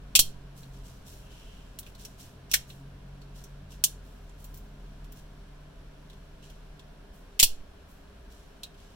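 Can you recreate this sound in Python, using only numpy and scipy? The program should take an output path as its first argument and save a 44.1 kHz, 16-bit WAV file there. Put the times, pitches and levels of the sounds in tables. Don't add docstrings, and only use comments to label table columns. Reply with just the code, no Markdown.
import sys
import numpy as np
from scipy import signal
from scipy.fft import rfft, irfft, next_fast_len
from scipy.io import wavfile
from scipy.ndimage import uniform_filter1d

SR = 44100
rng = np.random.default_rng(int(sys.argv[2]) if len(sys.argv) > 2 else 0)


def transcribe(signal):
    frames = np.atleast_2d(signal).T
    limited = np.clip(frames, -1, 1)
    pcm = np.round(limited * 32767).astype(np.int16)
    wavfile.write(sys.argv[1], SR, pcm)


N = 394694
SCENE_S = np.arange(N) / SR
HIT_S = np.arange(SR // 4) / SR
BINS_HZ = np.maximum(abs(np.fft.fftfreq(2048, 1 / SR)), 20)
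TILT_OCT = np.log2(np.maximum(BINS_HZ, 2000) / 6000)

# f/Hz, level/dB, t60/s
KNIFE_MODES = [(2535, -3, .13), (2745, -1, .16), (2950, -2, .16), (3215, 2, .16), (3480, 0, .14),
               (4240, -2, .13), (4370, 1, .14), (4540, -1, .13), (5665, 1, .14), (6124, -2, .13),
               (6400, -3, .13), (7345, 1, .11), (7770, -3, .1), (9420, -4, .09), (9850, -4, .09),
               (11555, -3, .09), (13420, -4, .08), (15150, -3, .08)]
# press t/s, button level/dB, lock t/s, lock level/dB, jolt level/dB, edge shift by grip/Hz
OPENINGS = [(0.1520, -14, 0.1916, -12, -23, 150), (7.3925, -23.5, 7.4282, -10.5, -18, -210)]


def amp(db):
    return 10 ** (np.asarray(db) / 20)


def unit_rms(x):
    return x / np.sqrt(np.mean(x ** 2) + 1e-20)


def curve_at(points, hz):
    f, value = np.transpose(points)
    return np.interp(np.log(hz + 1), np.log(f + 1), value)


def add(mix, start_s, sound):
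    part = mix[:, max(round(start_s * SR), 0):][:, :sound.shape[-1]]
    part += sound[..., :part.shape[1]]


def colour(x, shape_db):
    log_gain = np.log(amp(np.maximum(shape_db, -100)))
    response = np.exp(np.conj(signal.hilbert(log_gain)))
    taps = np.fft.ifft(response).real[:len(BINS_HZ) // 2]
    return signal.fftconvolve(x, taps[None] / np.linalg.norm(taps), axes=1)[:, :x.shape[1]]


def resonance(hz, half_width_oct):
    return 1 / (1 + (np.log2(BINS_HZ / hz) / half_width_oct) ** 2)


def waver(rate_hz):
    size = next_fast_len(N)
    hz = np.fft.rfftfreq(size, 1 / SR)
    spectrum = rfft(rng.standard_normal(size)) / (1 + (hz / rate_hz) ** 4)
    return unit_rms(irfft(spectrum, size)[:N])


def diffuse_noise(spectrum):
    coherence = [(30, 1), (125, 0.97), (250, 0.89), (500, .3), (1000, .5), (2000, 0.055), (8000, 0.024)]  # f/Hz, left-right correlation
    hz = np.fft.rfftfreq(N, 1 / SR)
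    left, other = rfft(rng.standard_normal((2, N)))
    alike = np.clip(curve_at(coherence, hz), -1, 1)
    right = alike * left + np.sqrt(1 - alike ** 2) * other
    return unit_rms(irfft(np.array([left, right]) * amp(curve_at(spectrum, hz)), N))


def rumble(start_db=-49.5, fall_db_per_s=0.41):
    spectrum = [(12, -5), (25, -8), (45, 1.5), (65, -10), (85, -6.5), (110, -15), (195, -9.5), (235, -18.5),
                (275, -13.5), (340, -26), (600, -68)]
    return amp(start_db - fall_db_per_s * SCENE_S) * diffuse_noise(spectrum)


def room_noise(level_db=-56.5):
    spectrum = [(150, -29), (260, -6.5), (350, -12), (400, -1.5), (482, -9.5), (669, -6.5), (823, -14.5),
                (978, -11), (1200, -15), (1640, -13), (1920, -20), (3060, -19), (6650, -32), (15500, -39.5)]
    return amp(level_db) * diffuse_noise(spectrum)


def harmonics(track, orders, unrest=.2):
    times_s, hz, db = np.transpose(track)
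    angle = 2 * np.pi * np.cumsum(np.interp(SCENE_S, times_s, hz)) / SR
    tones = np.zeros(N)
    for order, order_db in orders:
        gain = amp(order_db) * (1 + unrest * waver(rate_hz=8.9))
        tones += gain * np.sin(order * angle + unrest * waver(rate_hz=13))
    return np.sqrt(2) * amp(np.interp(SCENE_S, times_s, db)) * tones


def engine_hum():
    firing = [(0, 46.5, -55.5), (0.6, 46.2, -50.5), (1.0, 42.3, -53.5), (1.5, 43, -62), (2.3, 43, -57.5),
              (2.85, 46.02, -49.5), (3.85, 47.3, -53), (4.15, 47.6, -62), (4.55, 48, -54), (6.8, 49.6, -58),
              (7.5, 51, -70), (8.95, 53.5, -65.5)]
    orders = [(1, -8.5), (2, -15), (3, 0), (4, -11.5), (6, -17)]
    return harmonics(firing, orders)


def drone():
    pitch = [(0, 44.8, -52), (1.5, 39.5, -50), (2.3, 42, -54), (2.9, 43.99, -49.5), (3.7, 43.5, -48),
             (4.8, 39, -47), (7.1, 34.5, -52.5), (8.95, 33, -60)]
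    orders = [(1, 0), (2, -12)]
    return harmonics(pitch, orders)


def burst(t60_s):
    return rng.standard_normal((2, len(HIT_S))) * amp(-60 * HIT_S / t60_s)


def contact(ring_db, crack_t60_s, flutter_db, flutter_t60_s, rise_s):
    hz, db, t60_s = np.transpose(KNIFE_MODES)[:, :, None]
    phase = rng.random((2, len(KNIFE_MODES), 1))
    modes = amp(db - 60 * HIT_S / t60_s) * np.sin(2 * np.pi * (hz * HIT_S + phase))
    ring = amp(ring_db) * modes.sum(1) / np.linalg.norm(amp(db))
    crack = burst(crack_t60_s)
    flutter = amp(flutter_db) * burst(flutter_t60_s)
    return (crack + flutter + ring) * (1 - np.exp(-HIT_S / rise_s))


def radiation_db(edge_hz, tilt_db_oct, leak_db):
    crack = [(100, 3), (500, -1), (1200, -2), (2500, 0), (3300, 1), (5000, -2), (7200, -1), (10000, -3),
             (12500, -4), (15500, -2)]
    highpass = 1 / (1 + (edge_hz / BINS_HZ) ** 14)
    low_cut_db = 20 * np.log10(highpass + amp(leak_db) * (1 - highpass))
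    return curve_at(crack, BINS_HZ) + tilt_db_oct * TILT_OCT + low_cut_db


def strike(part, level_db, shift_hz=0):
    parts = { "button": (2280, -2.5, 2550, 6, -7.5, -9.5, 4.5, -28),
             "spring": (2250, -1.1, 7400, 5.5, -9, -15, -.5, -26),
             "stop": (2680, -.3, 4350, 5.5, -1, -13, 4, -20),
             "latch": (2680, 2.5, 9800.5, 2, -4, -14.5, 4.5, -23.5),
             "catch": (2250, 0, 5848.5, 7.5, -7.5, -24.5, 2, -18),
             "liner": (1420, -0.8, 1800, 5, -7.5, -21, -1.5, -18.5),
             "safety": (2800, 1.5, 6750, 4.5, -11, -19.5, 1, -19),
             "release": (2300, 5.5, 15000, 3, -5, -22, 0, -21),
             "handle": (2550, -4.5, 3962, 14.5, -4, -27, 2, -26)}
    parts["low_ring"] = (2280, -2.5, 2550, 6, -7.5, -9.5, 4.5, -28)
    handle = [(100, -9.5), (400, -7), (800, -5.5), (1500, -7), (2300, 1.5), (4000, 12.5), (6000, -5),
              (15000, -24)]
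    edge_hz, tilt_db_oct, peak_hz, lift_db, knock_db, ring_db, flutter_db, leak_db = parts[part]
    hit = contact(ring_db, crack_t60_s=.0038, flutter_db=flutter_db, flutter_t60_s=.069, rise_s=.00035)
    peak_db = lift_db * resonance(peak_hz, half_width_oct=.1)
    steel = colour(hit, radiation_db(edge_hz + shift_hz, tilt_db_oct, leak_db) + peak_db)
    knock = colour(burst(t60_s=.0089)[:1], curve_at(handle, BINS_HZ))
    return amp(level_db) * (steel + amp(knock_db) * knock)


def blows(kick_delay_s=.0056, kick_db=-9, latch_delay_s=.005, latch_re_stop_db=-3):
    # t/s, level/dB, part
    single_blows = [(1.788, -30, "release"), (2.05, -40, "catch"), (2.5143, -28, "catch"),
                    (2.5345, -26, "catch"), (2.5385, -10.5, "liner"), (2.5403, -18.5, "catch"),
                    (3.839, -11, "safety"), (8.6322, -48, "low_ring"), (8.6331, -33.5, "handle")]
    out = np.zeros((2, N))
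    for press_s, button_db, lock_s, lock_db, _, shift_hz in OPENINGS:
        add(out, press_s, strike("button", button_db, shift_hz))
        add(out, press_s + kick_delay_s, strike("spring", kick_db, shift_hz))
        add(out, lock_s, strike("stop", lock_db, shift_hz))
        add(out, lock_s + latch_delay_s, strike("latch", lock_db + latch_re_stop_db, shift_hz))
    for start_s, db, part in single_blows:
        add(out, start_s, strike(part, db))
    return out


def jolts(delay_s=.001, rise_s=.003, fade_s=.075, swing_hz=5.4,
          thud_hz=125, thud_t60_s=.065, thud_db=-18, pan_db=1.5):
    envelope = (1 - np.exp(-HIT_S / rise_s)) * np.exp(-HIT_S / fade_s)
    step = envelope * np.cos(2 * np.pi * swing_hz * HIT_S)
    thud = amp(thud_db - 60 * HIT_S / thud_t60_s) * np.sin(2 * np.pi * thud_hz * HIT_S)
    out = np.zeros((2, N))
    for _, _, lock_s, _, db, _ in OPENINGS:
        add(out, lock_s + delay_s, amp(db) * (step + thud))
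    return out * amp([[-pan_db], [pan_db]])


def slide(pressure, tilt_db_oct, grain_db=2, grain_samples=90):
    skin = [(300, -14.5), (1900, -14.5), (2900, 0.5), (5000, -1.5), (7000, -1), (10000, -6), (13000, -6.5),
            (16000, -7.5)]
    grains = unit_rms(uniform_filter1d(rng.standard_normal(len(pressure)), grain_samples))
    friction = pressure * amp(grain_db * grains) * rng.standard_normal((2, len(pressure)))
    return colour(friction, curve_at(skin, BINS_HZ) + tilt_db_oct * TILT_OCT)


def rubs(rise_s=.031, grip_db=-78.5, swell_db=2.5):
    strokes = [(0.548, .075, -56, 2), (0.71, .1, -61, -2), (0.83, 0.097, -56, 0), (1.045, .12, -52.5, 1),
               (1.29, .35, -60, -3), (1.845, .035, -57.5, 3), (1.975, 0.082, -52.5, 0),
               (2.175, 0.061, -50.5, 0.5), (2.49, .012, -49.5, -3), (2.665, 0.071, -56, 3),
               (3.338, 0.077, -56.5, -0.5), (3.69, 0.041, -55.5, -1), (4.02, .25, -66.5, 3),
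               (4.37, 0.17, -61, 4), (4.53, .05, -58.5, 4), (5.14, .046, -57.5, 1),
               (6.415, .078, -58.5, -3.5), (7.12, .06, -63, 5), (7.87, .076, -62, 7),
               (8.29, 0.16, -62, -1.5), (8.76, 0.24, -62, -4)]
    out = slide(amp(grip_db + swell_db * waver(rate_hz=2.5)), tilt_db_oct=-2)
    t = np.arange(SR) / SR
    for start_s, fade_s, db, tilt_db_oct in strokes:
        pressure = np.minimum(t / rise_s, 1) * np.exp(-np.maximum(t - rise_s, 0) / fade_s)
        add(out, start_s, slide(amp(db) * pressure, tilt_db_oct))
    return out


def tick(level_db, tilt_db_oct, peak_hz, edge_hz=2400, leak_db=-15, lift_db=10):
    touch = contact(ring_db=-6.5, crack_t60_s=.016, flutter_db=3.5, flutter_t60_s=.075, rise_s=.00045)
    peak_db = lift_db * resonance(peak_hz, half_width_oct=.15)
    return amp(level_db) * colour(touch, radiation_db(edge_hz, tilt_db_oct, leak_db) + peak_db)


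def ticks(tiny_per_s=.7):
    clear_ticks = [(0.6316, -55.5, -7, 4100), (1.829, -54, -2, 3700), (1.864, -51.5, -9, 2550),
                   (1.949, -54.5, -2, 4100), (2.7005, -49.5, -9, 3920), (3.216, -58.5, -5, 4370),
                   (3.4385, -49, 2, 6020), (3.7185, -56.5, -1.5, 2760), (4.4423, -46.5, 2, 14500),
                   (4.542, -49.5, 2, 14500), (4.573, -50.5, 3, 14500), (5.0436, -60.5, -4, 11600),
                   (5.1215, -50.5, 1, 14500), (6.0989, -55, -4.5, 3680), (6.1302, -60, -2.5, 3550),
                   (6.4258, -58, -5, 2970), (6.4992, -55, -1, 3000), (6.7935, -53.5, -4.5, 3550)]
    out = np.zeros((2, N))
    for start_s, db, tilt_db_oct, peak_hz in clear_ticks:
        add(out, start_s, tick(db, tilt_db_oct, peak_hz))
    for when, which in rng.random((round(tiny_per_s * N / SR), 2)):
        mode_hz = KNIFE_MODES[int(which * len(KNIFE_MODES))][0]
        add(out, when * N / SR, tick(level_db=-62.5, tilt_db_oct=-5, peak_hz=mode_hz))
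    return out


def blade_whisper(start_s=1.1, length_s=.68, level_db=-60.5, peak_hz=2980, lift_db=24, tilt_db_oct=-4):
    stroke = signal.windows.tukey(round(length_s * SR), .8)
    friction = stroke * rng.standard_normal((2, len(stroke)))
    shape_db = lift_db * resonance(peak_hz, half_width_oct=.32) + tilt_db_oct * TILT_OCT
    out = np.zeros((2, N))
    add(out, start_s, amp(level_db) * colour(friction, shape_db))
    return out


def booms(unrest_rad=.3):
    swells = [(3.4, 1.05, 82.7, -52.5), (4.3, 0.98, 206.8, -58), (7.49, 0.54, 72, -55),
              (7.95, 0.52, 59, -48.5)]
    out = np.zeros(N)
    for start_s, length_s, hz, db in swells:
        envelope = amp(db) * np.sin(np.pi * np.clip((SCENE_S - start_s) / length_s, 0, 1))
        out += envelope * np.sin(2 * np.pi * hz * SCENE_S + unrest_rad * waver(rate_hz=10))
    return out


def room(x, wet_db=-19, build_s=.0028):
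    decay = [(300, .2), (3200, .27), (7000, .24), (11000, .21), (16000, .18)]  # f/Hz, t60/s
    hz, t, noise = signal.stft(rng.standard_normal((2, SR // 2)), SR, nperseg=256)
    tail = signal.istft(noise * amp(-60 * t / curve_at(decay, hz)[:, None]), SR, nperseg=256)[1]
    tail *= 1 - np.exp(-(np.arange(tail.shape[1]) / SR / build_s) ** 2)
    tail /= np.linalg.norm(tail[0])
    return x + amp(wet_db) * signal.fftconvolve(x, tail, axes=1)[:, :N]


def scene():
    background = rumble() + booms() + room_noise() + engine_hum() + drone()
    knife = room(blows() + rubs() + blade_whisper() + ticks()) * amp([[-.3], [.3]])
    return knife + jolts() + background


def record(dry, cutoff_hz=16000):
    housing = [(4175, 380, 2), (5686, 600, 5), (7520, 420, 4), (9570, 770, 5), (11650, 470, 4),
               (13900, 600, 4.5), (16700, 900, -2.5)]
    housing_db = sum(db / (1 + (2 * (BINS_HZ - hz) / width_hz) ** 2) for hz, width_hz, db in housing)
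    clipped = np.tanh(colour(dry, housing_db))
    lowpass = signal.firwin(1001, cutoff_hz, window=("kaiser", 7), fs=SR)
    return signal.oaconvolve(clipped, lowpass[None], "same")


dry = scene()
out = record(dry)
transcribe(out)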